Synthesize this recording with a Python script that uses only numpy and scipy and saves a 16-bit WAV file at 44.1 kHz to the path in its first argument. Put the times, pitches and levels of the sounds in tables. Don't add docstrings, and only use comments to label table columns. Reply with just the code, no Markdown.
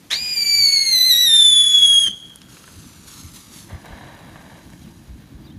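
import sys
import numpy as np
from scipy import signal
from scipy.fft import rfft, irfft
from scipy.io import wavfile
from scipy.ndimage import map_coordinates

SR = 44100
rng = np.random.default_rng(int(sys.argv[2]) if len(sys.argv) > 2 else 0)


def generate_wav(signal):
    frames = np.transpose(np.atleast_2d(signal))
    scaled = np.clip(frames, -1, 1) * 32767
    pcm = np.round(scaled).astype(np.int16)
    wavfile.write(sys.argv[1], SR, pcm)


N = 246492


def undb(db):
    return 10 ** (np.asarray(db) / 20)


def times():
    return np.arange(N) / SR


def since(start_s):
    return np.maximum(times() - start_s, 0)


def curves(table):
    s, *columns = np.transpose(table)
    return [np.interp(times(), s, column) for column in columns]


def unit(x):
    return x / np.std(x)


def fade_in(start_s, length_s):
    return np.clip((times() - start_s) / length_s, 0, 1)


def span(start_s, attack_s, end_s, release_s):
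    return fade_in(start_s, attack_s) * (1 - fade_in(end_s, release_s))


def bursts(table, attack_s, release_s, sag_db_per_s=0):
    gains = []
    for s, length, db in table:
        attack = fade_in(s, attack_s)
        release = np.exp(-np.minimum(since(s + length) / release_s, 20))
        gains.append(undb(db + sag_db_per_s * since(s)) * attack * release)
    return np.linalg.norm(gains, axis=0)


def walk(rate_hz):
    lowpass = signal.butter(2, min(rate_hz, SR / 4), fs=SR, output="sos")
    return unit(signal.sosfilt(lowpass, rng.standard_normal(N)))


def noise(colour, grain=0):
    hz, db = np.transpose(colour)
    f = np.fft.rfftfreq(N, 1 / SR) + 1
    low_cut = 1 / (1 + (hz[0] / 2 / f) ** 4)
    spectrum = undb(np.interp(np.log(f), np.log(hz), db))
    source = rng.standard_normal(N) * np.exp(grain * walk(900))
    return unit(irfft(rfft(source) * low_cut * spectrum, N))


# [f/Hz, relative level/dB]
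BREEZE_COLOUR = [(21, -36), (35, -4), (91, 0.5), (124, -0.5), (157, 2), (326, -4), (400, -20), (520, -48),
                 (880, -120)]
# [f/Hz, relative level/dB]
AIR_COLOUR = [(300, 0.5), (600, -8), (1500, -12.5), (4000, -15.5), (8000, -29), (15000, -23)]
# [t/s, peak level/dB, f/Hz, width (Gaussian sigma)/s]
LOW_SWELLS = [(0.612, -41.5, 90, 0.037), (1.637, -42.5, 75, 0.014), (2.087, -36, 210, 0.022),
              (2.782, -38, 80.3, 0.022), (3.257, -30.5, 71.5, .011), (3.741, -25.5, 81.5, 0.014),
              (3.923, -30.5, 58.3, 0.015), (5.117, -31, 73, 0.024), (5.354, -32.5, 66.1, 0.0099),
              (5.58, -31, 100, 0.016)]
CALM_DB, FRESHEN_S, FRESHEN_DB_PER_S = -50.5, 2.08, 2.5


def breeze(air_db=-55):
    rumble_db = CALM_DB + FRESHEN_DB_PER_S * since(FRESHEN_S)
    out = noise(BREEZE_COLOUR) * undb(rumble_db + 2 * walk(6.8))
    for s, peak_db, hz, width in LOW_SWELLS:
        swell = np.exp(-np.minimum(((times() - s) / width) ** 2 / 2, 20))
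        wavering_hz = hz * (1 + 0.38 * walk(80))
        out += undb(peak_db) * swell * np.sin(2 * np.pi * np.cumsum(wavering_hz) / SR)
    return out + noise(AIR_COLOUR) * undb(air_db + 1.6 * walk(7))


# [t/s, length/s, first f/Hz, last f/Hz, peak level/dB]
NOTES = [(4.793, .035, 2950, 3460, -58), (4.825, .035, 3400, 2910, -55), (5.44, 0.03, 4450, 4950, -52.5),
         (5.461, 0.031, 4200, 3400, -50), (5.496, .02, 3500, 3800, -51.5), (5.51, 0.021, 2990, 3320, -52)]


def bird(waver=0.0067):
    out = np.zeros(N)
    for s, length, first_hz, last_hz, db in NOTES:
        progress = fade_in(s, length)
        hz = (first_hz + (last_hz - first_hz) * progress) * (1 + waver * walk(254))
        out += undb(db) * np.sin(np.pi * progress) * np.sin(2 * np.pi * np.cumsum(hz) / SR)
    return out


# [t/s, length/s, level/dB]
CRACKLES = [(2.27, 0.18, -56), (3.8, 0.78, -58)]


def crackle(per_second=140, spread=0.75, attack_s=0.033, release_s=0.89):
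    pops = (rng.random(N) < per_second / SR) * np.exp(spread * rng.standard_normal(N))
    grains = signal.lfilter([1], [1, -np.exp(-1 / (0.0035 * SR))], pops)
    texture = unit(grains * noise([(800, -6.5), (3000, -19.0), (15000, -33.0)]))
    return texture * bursts(CRACKLES, attack_s, release_s)


# [t/s, onset level before trim/dB, brightness f/Hz, decay/s]
SPITS = [(2.192, -43, 6000, 0.0009), (2.297, -33, 8960, 0.00082), (2.359, -24.5, 12100, 0.00068),
         (2.417, -29.5, 3960, 0.0026), (2.519, -50, 2200, 0.0032), (2.569, -35, 2200, 0.0049),
         (2.64, -33.5, 2480, .004), (2.677, -35, 1990, .004), (3.336, -41, 10000, 0.036),
         (4.358, -25, 1210, 0.0019)]


def spits(trim_db=-5):
    out = np.zeros(N)
    for s, db, hz, decay in SPITS:
        age = since(s)
        crack = noise([(hz / 8, -10), (hz, 0), (10 * hz, -45)])
        out += undb(db + trim_db) * crack * (age > 0) * np.exp(-np.minimum(age / decay, 20))
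    return out


# [f/Hz, relative level/dB]
FLAME_COLOUR = [(200, 3), (500, 2), (800, 1.5), (1150, -2), (1900, -1.5), (2600, -10.5), (3800, -9.5),
                (7000, -50), (12000, -48)]
# [t/s, length/s, starting level/dB]
FLARES = [(3.68, 0.064, -42.5), (3.83, 0.737, -41.5)]
FLAME_S, FLAME_DB = 2.8, -60.5


def flame(attack_s=0.02, release_s=0.085, sag_db_per_s=-9, flicker_db=1.5):
    bed = undb(FLAME_DB) * fade_in(FLAME_S, attack_s)
    roar = np.hypot(bed, bursts(FLARES, attack_s, release_s, sag_db_per_s))
    return noise(FLAME_COLOUR, grain=0.28) * roar * undb(flicker_db * walk(81))


# [f/Hz, relative level/dB]
JET_COLOUR = [(400, -14.5), (1300, 2.5), (2200, -1), (4300, 6), (5300, 1), (6400, 6), (8200, -1),
              (11400, 3), (13000, -6), (15500, -22)]
# [t/s, length/s, level/dB]
JET_SURGES = [(2.48, 1.01, -49.5), (2.75, .5, -67), (3.06, .12, -42.5), (3.33, 0.037, -45),
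              (3.51, 0.083, -43)]
JET_IDLE_DB, JET_DWINDLE_S, JET_DB_PER_S = -56.5, 4.86, -13


def jet(attack_s=0.018, release_s=0.081, flicker_db=1.17):
    idle = undb(JET_IDLE_DB + JET_DB_PER_S * since(JET_DWINDLE_S))
    flow = np.hypot(idle, bursts(JET_SURGES, attack_s, release_s))
    return noise(JET_COLOUR, grain=0.19) * flow * undb(flicker_db * walk(50))


# [t/s, length/s, level/dB]
COUGHS = [(0.1, 0.038, -25), (2.054, 0.014, -36)]
COUGH_ATTACK_S, COUGH_RELEASE_S = 0.014, 0.0334


def coughing():
    return sum(undb(db) * span(s, COUGH_ATTACK_S, s + length, COUGH_RELEASE_S)
               for s, length, db in COUGHS)


# [f/Hz, relative level/dB]
RUSH_COLOUR = [(200, -8.5), (550, -11), (850, -2), (1100, -6), (1500, -3.5), (3400, 3), (4600, -12),
               (6500, 1), (9000, -6), (12000, -6), (15500, -29)]
# [f/Hz, relative level/dB]
COUGH_COLOUR = [(300, -20), (1000, -1), (1700, 5.5), (4000, -4.5), (6500, 1), (8500, -12.5), (13000, -23),
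                (15000, -27)]
LIGHT_S, OUT_S = 0.1039, 2.081
DYING_S, DYING_DB = 0.071, -10.5
RUSH_DB, RUSH_RELEASE_S = -38, 0.022


def rush(treble_db_per_s=4, bass_db_per_s=-2.0, split_hz=3000):
    length_s = OUT_S - DYING_S / 2 - LIGHT_S
    flow = bursts([(LIGHT_S, length_s, RUSH_DB)], 0.019, RUSH_RELEASE_S)
    gas = noise(RUSH_COLOUR)
    bass = signal.sosfiltfilt(signal.butter(2, split_hz, fs=SR, output="sos"), gas)
    treble = gas - bass
    age = np.minimum(times(), OUT_S) - (LIGHT_S + OUT_S) / 2
    gas = bass * undb(bass_db_per_s * age) + treble * undb(treble_db_per_s * age)
    return gas * flow * undb(.8 * walk(60)) + noise(COUGH_COLOUR, grain=0.17) * coughing()


# [f/Hz, level/dB]
OVERTONE_COLOUR = [(1650, -1.5), (2050, -6.5), (2400, 1), (5600, 3), (6900, 2.5), (7450, -0.5),
                   (9000, -6.5), (9800, -2.5), (10600, 1.5), (12000, -1.5), (13200, -18.5), (15000, -17.5)]


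def radiated(hz):
    points, db = np.transpose(OVERTONE_COLOUR)
    return np.interp(np.log(hz), np.log(points), db)


# [t/s, f/Hz]
PITCH = [(0.2, 4913), (0.21, 4946), (0.328, 4869), (0.424, 4646), (0.588, 4633), (0.68, 4422),
         (0.748, 4476), (0.788, 4308), (0.804, 4406), (0.912, 4221), (0.972, 4042), (1.04, 4006),
         (1.06, 4110), (1.09, 4101), (1.126, 3855), (1.152, 3834), (1.234, 3963), (1.296, 3634),
         (1.568, 3436), (1.742, 3391), (1.952, 3279), (2.04, 3326)]
# [t/s, level/dB]
TONE = [(.2, -25.5), (.32, -22), (.41, -16), (.7, -11.5), (.85, -16), (1.13, -11.5), (1.24, -15.5),
        (1.35, -10), (2.03, -10.5)]
# [t/s, depth/dB]
DIPS = [(0.353, -22), (0.449, -14.5), (0.712, -28.5), (0.849, -16.5)]
DIP_S = .007
HARMONIC_DB = [-20, -13, -24.5]
HALF_DB = [0.5, -2, -6.5, -10.5]
# [start t/s, attack/s, end t/s, release/s]
ALTERNATING = (0.059, 0.47, 1.256, 0.25)
HALF_LEVEL_DB, HALF_BEFORE_DB, HALF_AFTER_DB = -27.5, -15, -20.5
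HALF_SCATTER = 1.54
COLD_FLAT, WARM_UP_S, DYING_FLAT = .39, .029, 0.0623
STEADY_JITTER, ALTERNATING_JITTER, COUGH_JITTER = .003, 0.0027, 0.032
COUGH_KICK_DB = 9
# start, attack, end, release in s, and depth
THIRD_FADE, THIRD_FADE_DB = (1.687, 0.018, 1.754, .13), -14


def whistle(flutter_db=1.0, rasp=14, overtone_flutter_db=2.0):
    resonance, = curves(PITCH)
    strength, = curves(TONE)
    alternating = span(*ALTERNATING)
    dying = fade_in(OUT_S - DYING_S, DYING_S)
    cough = coughing()
    cough = cough / cough.max()
    cold = np.exp(-since(LIGHT_S) / WARM_UP_S)

    hz = resonance * (1 - COLD_FLAT * cold) * (1 - DYING_FLAT * dying)
    jitter = STEADY_JITTER + ALTERNATING_JITTER * alternating + COUGH_JITTER * cough
    stray = jitter * (walk(70.1) + 0.92 * walk(270))
    phase = 2 * np.pi * np.cumsum(hz * (1 + stray)) / SR

    level = strength + DYING_DB * dying
    dips = sum(db / (1 + ((times() - s) / DIP_S) ** 4) for s, db in DIPS)
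    kick = COUGH_KICK_DB * cough * (1 - cold)
    tone = undb(level + kick + dips) * np.sin(phase)

    for k, db in enumerate(HARMONIC_DB, 2):
        fade = THIRD_FADE_DB * span(*THIRD_FADE) * (k == 3)
        flutter = overtone_flutter_db * walk(40)
        tone += undb(level + db + radiated(k * hz) + fade + flutter) * np.sin(k * phase)

    begun, broken = fade_in(*ALTERNATING[:2]), fade_in(*ALTERNATING[2:])
    half_level = HALF_LEVEL_DB + HALF_BEFORE_DB * (1 - begun) + HALF_AFTER_DB * broken
    slip = HALF_SCATTER * broken * walk(160)
    for k, db in enumerate(HALF_DB):
        order = k + .5
        gain = undb(half_level + db + radiated(order * hz) + walk(25))
        tone += gain * np.sin(order * phase + slip)

    burning = span(LIGHT_S, .004, OUT_S, .01)
    splutter = np.exp(rasp * jitter * walk(210))
    return np.sqrt(2) * tone * burning * splutter * undb(flutter_db * walk(37))


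# [delay/ms, share of the direct sound]
BOUNCES = [(1.04, .27), (1.24, .3)]
ROLL_S, ROLL_M = (.1, 3.85), (16, 5.25)
WALL_S = .0018


def ground(x, wall=0.22):
    nearness = ROLL_M[-1] / np.interp(times(), ROLL_S, ROLL_M)
    wall = wall * nearness ** 2
    out = x + wall * np.interp(times() - WALL_S, times(), x)
    for ms, share in BOUNCES:
        late = np.arange(N) - SR * nearness * ms / 1000
        out = out + share * map_coordinates(x, [late], order=3)
    return out / np.sqrt(1 + wall ** 2 + sum(share ** 2 for _, share in BOUNCES))


def slap(x, echo_db=-10, delay_s=.03, panel_hz=2900):
    highs = signal.sosfilt(signal.butter(4, panel_hz, "high", fs=SR, output="sos"), x)
    late = np.interp(times() - delay_s, times(), highs)
    return (x + undb(echo_db) * late) / np.sqrt(1 + undb(echo_db) ** 2)


# [delay/s, level before the low-pass/dB]
ECHOES = [(.0087, -18.5), (0.053, -20.5), (0.164, -31.5), (.26, -32)]


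def yard(x, near_db=-15, near_t60=0.073, far_db=-20, far_t60=1.0, dull_hz=7500):
    t = np.arange(SR) / SR
    near = rng.standard_normal(SR) * np.exp(-np.log(1000) * t / near_t60)
    far = rng.standard_normal(SR) * np.exp(-np.log(1000) * t / far_t60)
    response = undb(near_db) * near / np.linalg.norm(near)
    response += undb(far_db) * far / np.linalg.norm(far)
    for delay, db in ECHOES:
        response[int(delay * SR)] += undb(db)
    lowpass = signal.butter(1, min(dull_hz, SR / 3), fs=SR, output="sos")
    return x + signal.fftconvolve(x, signal.sosfilt(lowpass, response))[:N]


def scene():
    burning = rush() + jet() + flame() + spits() + crackle()
    firework = slap(whistle()) + ground(burning)
    return (yard(firework + bird()) + breeze())[None]


def record(dry, top_hz=15150):
    thinned = signal.sosfilt(signal.butter(3, 38, "high", fs=SR, output="sos"), dry)
    return signal.sosfilt(signal.ellip(10, .1, 80, top_hz, fs=SR, output="sos"), thinned)


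dry = scene()
out = record(dry)
generate_wav(out)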